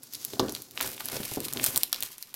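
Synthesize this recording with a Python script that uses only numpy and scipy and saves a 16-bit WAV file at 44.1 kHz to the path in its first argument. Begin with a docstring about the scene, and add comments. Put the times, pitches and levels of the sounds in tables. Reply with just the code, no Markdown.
"""Peeling film from a hollow box

Fingers slide over a shrink-wrapped cardboard box, tip it against a wooden floor and peel the film off.
Sliding is filtered noise; the film's snaps are noise bursts, its crackle random clicks over friction hiss,
its pops and wrinkles decaying sines. The box knocks and rumbles through a bank of decaying modes.
Close microphone, small quiet room: one floor reflection, a short tail and faint room tone."""
import sys
import numpy as np
from scipy import signal
from scipy.fft import rfft, irfft
from scipy.io import wavfile
from scipy.ndimage import uniform_filter1d

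SR = 44100
rng = np.random.default_rng(int(sys.argv[2]) if len(sys.argv) > 2 else 0)


def inscribe(sig):
    """Save sig as 16-bit PCM at rate SR to the path in sys.argv[1].

    A 1-D sig is mono; a 2-D sig holds one channel per row.
    Samples are clipped to [-1, 1] before scaling.
    """
    pcm = np.round(np.clip(np.atleast_2d(sig).T, -1, 1) * 32767)
    wavfile.write(sys.argv[1], SR, pcm.astype(np.int16))


N = 103635  # length in samples
TOP_HZ = 15900  # upper limit of the recorder

# crackle of the peeling film in three bands, before the gain of each layer:
# t/s, body level/dB, middle level/dB, treble level/dB
PEEL_LEVELS = [(.735,-87,-61,-60),(.77,-43,-47,-43),(.795,-62,-44,-48),(.825,-42.5,-38.5,-37.5),(.9,-49,-43.5,-38.5),(.98,-62,-52.5,-52),(1.02,-52,-46,-44),(1.08,-52,-47,-44),(1.15,-43.5,-43,-43.5),(1.21,-46,-45.5,-41.5),(1.27,-58,-42.5,-40),(1.34,-57,-45,-39),(1.385,-49,-49.5,-51),(1.46,-60,-44,-39),(1.52,-67,-51,-48.5),(1.6,-57,-43,-41.5),(1.635,-44,-34.5,-32.5),(1.685,-44.5,-37,-31),(1.715,-46,-45.5,-38),(1.8,-79,-49,-50),(1.91,-76,-56,-52),(1.95,-48.5,-50,-50),(2,-81,-47.5,-52),(2.06,-79,-48.5,-44),(2.12,-86,-52,-48.5),(2.165,-79,-57,-57),(2.2,-69,-57,-53),(2.32,-92,-57.5,-56.5),(2.35,-48,-57,-53)]
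# spectrum of the box's rumble and thud: f/Hz, relative level/dB
BOX_COLOUR = [(30,-38),(60,-7),(90,-1),(130,6.5),(170,-4.5),(250,4),(380,0),(600,-10),(1000,-14.5),(1600,-14),(3000,-40)]


def undb(db):
    """Amplitude ratio from its logarithmic measure in decibels."""
    return 10 ** (np.asarray(db) / 20)


def unit(x):
    """Normalisation to unit root-mean-square amplitude."""
    return x / np.sqrt(np.mean(x ** 2) + 1e-20)


def curve(rows, axis=1):
    """Amplitude envelope: one dB column of a table, interpolated linearly in dB over time."""
    rows = np.array(rows, float)
    return undb(np.interp(np.arange(N) / SR, rows[:, 0], rows[:, axis]))


def colour(x, points):
    """Minimum-phase spectral shaping: folding the cepstrum makes the filter causal."""
    hz, db = np.array(points, float).T
    f = np.maximum(np.fft.rfftfreq(4096, 1 / SR), 1)
    gain = undb(np.interp(np.log(f), np.log(hz), db))
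    cepstrum = irfft(np.log(gain))
    half = len(cepstrum) // 2
    fold = np.r_[1, np.full(half - 1, 2), 1, np.zeros(half - 1)]
    response = irfft(np.exp(rfft(cepstrum * fold)))[:half]
    return signal.fftconvolve(x, response)[:len(x)]


def bands(x):
    """Band-pass analysis of a sound into body, middle and treble."""
    edges_hz = (450, 2000, 6000, 17000)
    return [signal.sosfilt(signal.butter(3, pair, btype="band", fs=SR, output="sos"), x)
            for pair in zip(edges_hz, edges_hz[1:])]


def low_pass(x, hz, order=2):
    """Low-pass filtering: a soft contact excites little treble."""
    return signal.lfilter(*signal.butter(order, hz, fs=SR), x)


def high_pass(x, hz):
    """Radiation efficiency: small surfaces radiate little bass."""
    return signal.lfilter(*signal.butter(2, hz, "high", fs=SR), x)


def add(out, s, x):
    """Superposition of a sound that starts at s seconds."""
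    i = max(int(s * SR), 0)
    out[i:i + len(x)] += x[:max(N - i, 0)]


def walk(rate):
    """Band-limited fluctuation of unit rms: random steps at a rate in Hz, smoothed over one step."""
    k = int(SR / rate)
    steps = np.repeat(rng.standard_normal(N // k + 1), k)[:N]
    return unit(uniform_filter1d(steps, k))


def buckles():
    """Clustered Poisson process: tiny clicks in short clumps, many weak and a few strong."""
    buckles_per_s, spread_db = 1500, 4.8
    clumps_per_s, clump_db = 160, 6
    rate = undb(clump_db * walk(clumps_per_s))
    hit = rng.random(N) < buckles_per_s / SR * rate / rate.mean()
    size = np.minimum(rng.exponential(size=N), 3.5)
    return hit * rng.choice([-1, 1], N) * undb(spread_db * size)


def slide():
    """Sliding friction: skin on tight film gives a smooth high hiss with some grain."""
    # fingers on the film, before the gain below: t/s, level/dB
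    slide_levels = [(0, -65), (0.015, -60), (0.033, -51), (0.07, -50.5), (0.1, -56.5), (0.13, -45),
                    (0.19, -47.5), (0.22, -43.5), (0.28, -46.5), (0.34, -42), (0.375, -48.5), (0.47, -49),
                    (0.51, -45), (0.6, -46), (0.69, -55.5), (0.74, -55)]
    # spectrum of the friction: f/Hz, relative level/dB
    slide_colour = [(400,-24),(1000,-12),(2200,-11.5),(3200,-8),(4600,-2),(6500,-3),(9000,-8.5),(11500,-4.5),(14500,-7),(16000,-12)]
    gain_db = -1
    friction = rng.standard_normal(N) + unit(buckles())
    hiss = unit(colour(friction, slide_colour))
    sliding = np.arange(N) / SR < slide_levels[-1][0]
    return undb(gain_db) * hiss * curve(slide_levels) * sliding


def box_ring():
    """Modal response of the box to a tap; each place of contact weights the modes anew."""
    # modes of the box, before random scatter: f/Hz, level/dB, t60/s
    box_modes = [(126.8,-11.5,0.25),(148,-14.5,0.35),(215,-10,0.48),(256,-2,0.15),(338,-5,0.1),(371.6,-4,0.1),(416,-9.5,0.13),(507,-5.5,0.21),(569,-11,0.16),(655,1,0.055),(815,7,0.029),(1070,5,0.021),(1180,-18.5,0.0057),(1390,6,0.018)]
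    mode_scatter = .004  # standard deviation of the relative detuning
    t = np.arange(SR // 2) / SR
    ring = np.zeros(len(t))
    for k, (hz, db, t60) in enumerate(box_modes):
        weight_db, detune = rng.standard_normal(2)
        decay = undb(db + weight_db - 60 * t / t60)
        mode = decay * np.sin(2 * np.pi * hz * (1 + mode_scatter * detune) * t)
        ring += (-1) ** k * mode  # neighbouring modes start in opposite phase
    return ring


def rub():
    """Stick-slip friction: soft hands shift the hollow box unevenly and it rumbles in its lower modes."""
    # box under the hands, before the gains below: t/s, level/dB
    rub_levels = [(0,-62),(.04,-65.5),(.2,-59),(.3,-60),(.385,-48),(.45,-37),(.55,-49),(.68,-63.5),(.76,-57.5),(.84,-45),(.92,-48),(1.03,-56.5),(1.16,-41.5),(1.29,-62),(1.4,-47),(1.45,-52),(1.52,-52),(1.575,-37.5),(1.68,-49.5),(1.77,-45),(1.81,-60.5),(2.03,-56),(2.15,-68.5),(2.35,-74)]
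    rumble_db, ring_db = -2, -6
    flutter_db, flutter_hz = 3, 50.17
    soft_hz = 560  # low-pass of the soft contact
    rumble = unit(colour(rng.standard_normal(N), BOX_COLOUR))
    slips = low_pass(buckles(), soft_hz)
    ring = unit(signal.fftconvolve(slips, box_ring())[:N])
    mix = undb(rumble_db) * rumble + undb(ring_db) * ring
    return mix * curve(rub_levels) * undb(flutter_db * walk(flutter_hz))


def snaps():
    """Snap-through instability: a crease flips with a tick and a brief burst, then the sheet shivers and settles."""
    # single snaps, rms over the first 2 ms: t/s, body level/dB, middle level/dB, treble level/dB
    snap_events = [(0.0333,-54.5,-60,-38),(0.136,-77,-38,-32.5),(0.1477,-81,-33.5,-45),(0.1518,-72,-37,-31.5),(0.2497,-59,-33.5,-22.5),(0.3342,-43.5,-36,-43),(0.3954,-35,-18.5,-29.5),(0.4009,-32,-27,-35),(0.4838,-48,-34.5,-57),(0.495,-41,-33,-33),(0.523,-46,-56,-30.5),(.5504,-47,-27.5,-31),(0.5637,-44.5,-35.5,-45),(0.6208,-61,-44,-33.5),(0.7104,-70,-47,-40.5),(0.81,-28,-27,-22),(0.813,-31.5,-47,-45),(0.8452,-34.5,-35,-39),(1.007,-34,-33,-32.5),(1.057,-62,-54,-25.5),(1.086,-40,-30.5,-29),(1.099,-39.5,-40,-38),(1.1448,-57,-43,-35),(1.36,-49,-36,-33.5),(1.4034,-47,-35,-28),(1.451,-62,-36.5,-31),(1.484,-40,-32,-32.5),(1.5266,-40,-34.5,-31),(1.5353,-51,-36,-24),(1.6414,-33,-26.5,-14.5),(1.663,-36.5,-24.5,-18),(1.76,-39,-24.5,-19.5),(1.768,-33.5,-34,-21.5),(1.7758,-33.5,-27.5,-14.5),(1.8333,-37,-22,-14.5),(1.9285,-34,-22.5,-19),(1.945,-52,-30,-33),(1.961,-44,-34,-40),(2.0057,-56,-41,-28.5),(2.0254,-40,-25.5,-24.5),(2.033,-40,-32.5,-23.5),(2.062,-55,-38.5,-42),(2.1817,-54,-45.5,-37),(2.2262,-57,-34,-31.5),(2.3414,-45,-37,-31)]
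    # spectrum of a snap: f/Hz, relative level/dB
    snap_colour = [(400,-12),(1000,-3.5),(2100,-9),(4000,4.5),(6300,0),(9000,4),(12000,9),(14000,3.5),(16000,0.5)]
    tick = 1.2 * np.sqrt(2)  # amplitude of the first sample
    burst_s, after_db, after_s = .00027, -23, .002  # times to fall to 1/e
    settle_per_s, settle_db, settle_s = 600, 0.5, 0.0047
    out, t = np.zeros(N), np.arange(2048) / SR
    first = int(.002 * SR)
    for s, *levels in snap_events:
        ticks = rng.random(len(t)) < settle_per_s / SR
        settle = ticks * undb(settle_db) * np.exp(-t / settle_s)
        shiver = undb(after_db) * np.exp(-t / after_s)
        burst = rng.standard_normal(len(t)) * (np.exp(-t / burst_s) + shiver + settle)
        burst[0] = tick
        for db, part in zip(levels, bands(colour(burst, snap_colour))):
            add(out, s, undb(db) * part / np.sqrt(np.mean(part[:first] ** 2)))
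    return out


def knocks():
    """Impact excitation: the box bumps the floor with a push, its modes, a dull thud and the struck panel's note."""
    # knocks, before the gain below: t/s, level/dB, low-pass f/Hz, panel f/Hz, panel share/dB
    knock_events = [(0.334,-37,800,391,1),(0.3957,-21,1330,1092,-5.5),(.411,-40,500,330,0),(0.429,-35,900,310,0),(.452,-40.5,900,550,0),(.487,-37,604,407,-1.5),(.85,-44.5,300,130,-4),(1.135,-46,600,202,6),(1.165,-41.5,800,234,-8),(1.202,-34.5,404,224,3),(1.316,-38.5,900,107,-3),(1.372,-28.5,570,284,-3),(1.379,-39,1000,743,-5),(1.46,-43,396,315,-5),(1.586,-42,296,240,-16),(1.61,-41,496,348,-2),(1.685,-45,200,100,2),(1.77,-44.5,880,156,2)]
    gain_db = -2
    push_hz, push_db, push_s, push_low_hz = 436, 15.5, 0.0015, 173
    thud_db, thud_s = -3.5, 0.054
    panel_s, panel_split = 0.0083, 0.047  # time to fall to 1/e, relative offset of the side partials
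    out, first = np.zeros(N), int(.02 * SR)
    for s, db, bright_hz, panel_hz, panel_db in knock_events:
        ring = box_ring()
        t = np.arange(len(ring)) / SR
        pulse = np.sin(2 * np.pi * push_hz * t) * np.exp(-t / push_s)
        push = undb(push_db) * high_pass(pulse, push_low_hz)
        rumble = unit(colour(rng.standard_normal(len(t)), BOX_COLOUR))
        thud = undb(thud_db) * rumble * np.exp(-t / thud_s)
        body = low_pass(push + ring / np.std(ring[:first]) + thud, bright_hz)
        partials = [np.sin(2 * np.pi * panel_hz * (1 + side * panel_split) * t) for side in (-1, 0, 1)]
        panel = sum(partials) * np.exp(-t / panel_s)
        x = body / np.std(body[:first]) + undb(panel_db) * panel / np.std(panel[:first])
        add(out, s, undb(db + gain_db) * x / np.std(x[:first]))
    return out


def peel():
    """Buckling and friction: film crackles in spurts, each click with its own tint, and hisses over the card."""
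    # spectrum of the peeling film: f/Hz, relative level/dB
    peel_colour = [(250,-11.5),(500,8.5),(1000,-6.5),(2000,-7),(4000,-6.5),(6500,-3.5),(9000,0),(12500,3.5),(14500,0.5),(16000,-8.5)]
    crackle_db, friction_db = (-4, -4, -2.5), (-11.5, -5, -5.5)  # body, middle, treble
    flutter_db, flutter_hz = 2.5, 70
    tint_db = 8  # scale of each click's random gain in a band
    clicks, spurts = buckles(), undb(flutter_db * walk(flutter_hz))
    hiss = bands(colour(rng.standard_normal(N), peel_colour))
    out = np.zeros(N)
    for k in range(len(hiss)):
        tinted = clicks * undb(tint_db * rng.uniform(-0.71, 1, N))
        crackle = bands(colour(tinted, peel_colour))[k]
        mix = undb(crackle_db[k]) * unit(crackle) + undb(friction_db[k]) * unit(hiss[k])
        out += curve(PEEL_LEVELS, axis=k + 1) * mix
    peeling = np.arange(N) / SR > PEEL_LEVELS[0][0]
    return out * spurts * peeling


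def wrinkles():
    """Damped free vibration: larger wrinkles flip at random in the peel, each ringing briefly at its own pitch."""
    count = int(450 * N / SR)
    low_hz, high_hz = 870, 5600
    decay_cycles = 1.6  # cycles to fall to 1/e
    spread_db, gain_db = 4, -8
    out, t = np.zeros(N), np.arange(512) / SR
    start, end = PEEL_LEVELS[0][0], PEEL_LEVELS[-1][0]
    for when, pitch, size in rng.random((count, 3)):
        hz = low_hz * (high_hz / low_hz) ** pitch
        db = spread_db * min(-np.log(1 - size), 3)
        ring = np.sin(2 * np.pi * hz * t) * np.exp(-hz * t / decay_cycles)
        # the root of pitch offsets the shorter ring of high wrinkles
        add(out, start + when * (end - start), undb(db) * np.sqrt(hz) * ring)
    return undb(gain_db) * unit(out) * curve(PEEL_LEVELS, axis=2)


def pops():
    """Membrane vibration: taut film lets go with a short crack and rings for milliseconds like a tiny drumhead."""
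    # hollow pops, before gain and scatter: t/s, level/dB, pitch f/Hz,
    # bass limit f/Hz (higher where the film has left the card)
    pop_events = [(.776,-18,2920,890),(0.8052,-19.5,2320,593),(0.9794,-31,2880,600),(1.0045,-28,2400,500),(1.2331,-25.5,3600,900),(1.5725,-20,3670,600),(1.5975,-20,2680,606),(1.8334,-11.5,3930,3100),(1.9287,-16,4380,2290),(1.9435,-30,4200,2500)]
    # modes of the taut film: ratio to the pitch, level/dB, t60/s
    film_modes = [(.27,-22,0.0057),(.42,-9,0.008),(.6,-16,0.0042),(.85,-1,0.0052),(1,8,0.0044),(1.25,4,0.0056),(1.65,1,0.0034),(2.2,-18,0.0022)]
    gain_db, crack_db, crack_s = 6, -19, .0004
    scatter = .03  # standard deviation of the relative detuning
    top_ratio = 1.84  # low-pass cutoff over pitch
    out, t = np.zeros(N), np.arange(1024) / SR
    for s, db, pitch_hz, low_hz in pop_events:
        ring = np.zeros(len(t))
        for ratio, mode_db, t60 in film_modes:
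            hz = pitch_hz * ratio * (1 + scatter * rng.standard_normal())
            ring += undb(mode_db - 60 * t / t60) * np.sin(2 * np.pi * hz * t)
        ring = low_pass(ring, top_ratio * pitch_hz, order=4)
        crack = undb(crack_db) * rng.standard_normal(len(t)) * np.exp(-t / crack_s)
        add(out, s, undb(db + gain_db) * high_pass(ring / np.abs(ring).max() + crack, low_hz))
    return out


def room(x):
    """Reflection and reverberation: one bounce off the floor, then a short tail whose treble dies first."""
    floor_lag_s, floor_gain = .0028, .14
    # band edges in Hz, level in dB, t60 in s
    tails = [((350, 3200), -10.5, 0.23), ((3200, 17000), -14.5, .2)]
    t = np.arange(SR // 2) / SR
    response = np.zeros(len(t))
    response[0], response[int(floor_lag_s * SR)] = 1, floor_gain
    for edges_hz, db, t60 in tails:
        tail = rng.standard_normal(len(t)) * np.exp(-np.log(1000) * t / t60) * (t > floor_lag_s)
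        tail /= np.linalg.norm(tail)
        response += undb(db) * signal.lfilter(*signal.butter(2, edges_hz, "band", fs=SR), tail)
    return signal.fftconvolve(x, response)[:N]


def room_tone():
    """Stationary background noise: a faint steady tone of the room."""
    # spectrum of the room tone: f/Hz, relative level/dB
    tone_colour = [(25, -36), (130, 14), (300, 11), (1000, -2), (5000, -5), (16000, -60)]
    return undb(-67.5) * unit(colour(rng.standard_normal(N), tone_colour))


def scene():
    """Superposition of film and box in the room, over faint room tone."""
    hands = slide() + rub()
    film = snaps() + peel() + wrinkles() + pops()
    return (room(hands + film + knocks()) + room_tone())[None]


def record(dry):
    """Band limitation: the recorder cuts the top with a steep elliptic low-pass."""
    return signal.sosfilt(signal.ellip(8, .2, 70, TOP_HZ, fs=SR, output="sos"), dry)


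dry = scene()
out = record(dry)
inscribe(out)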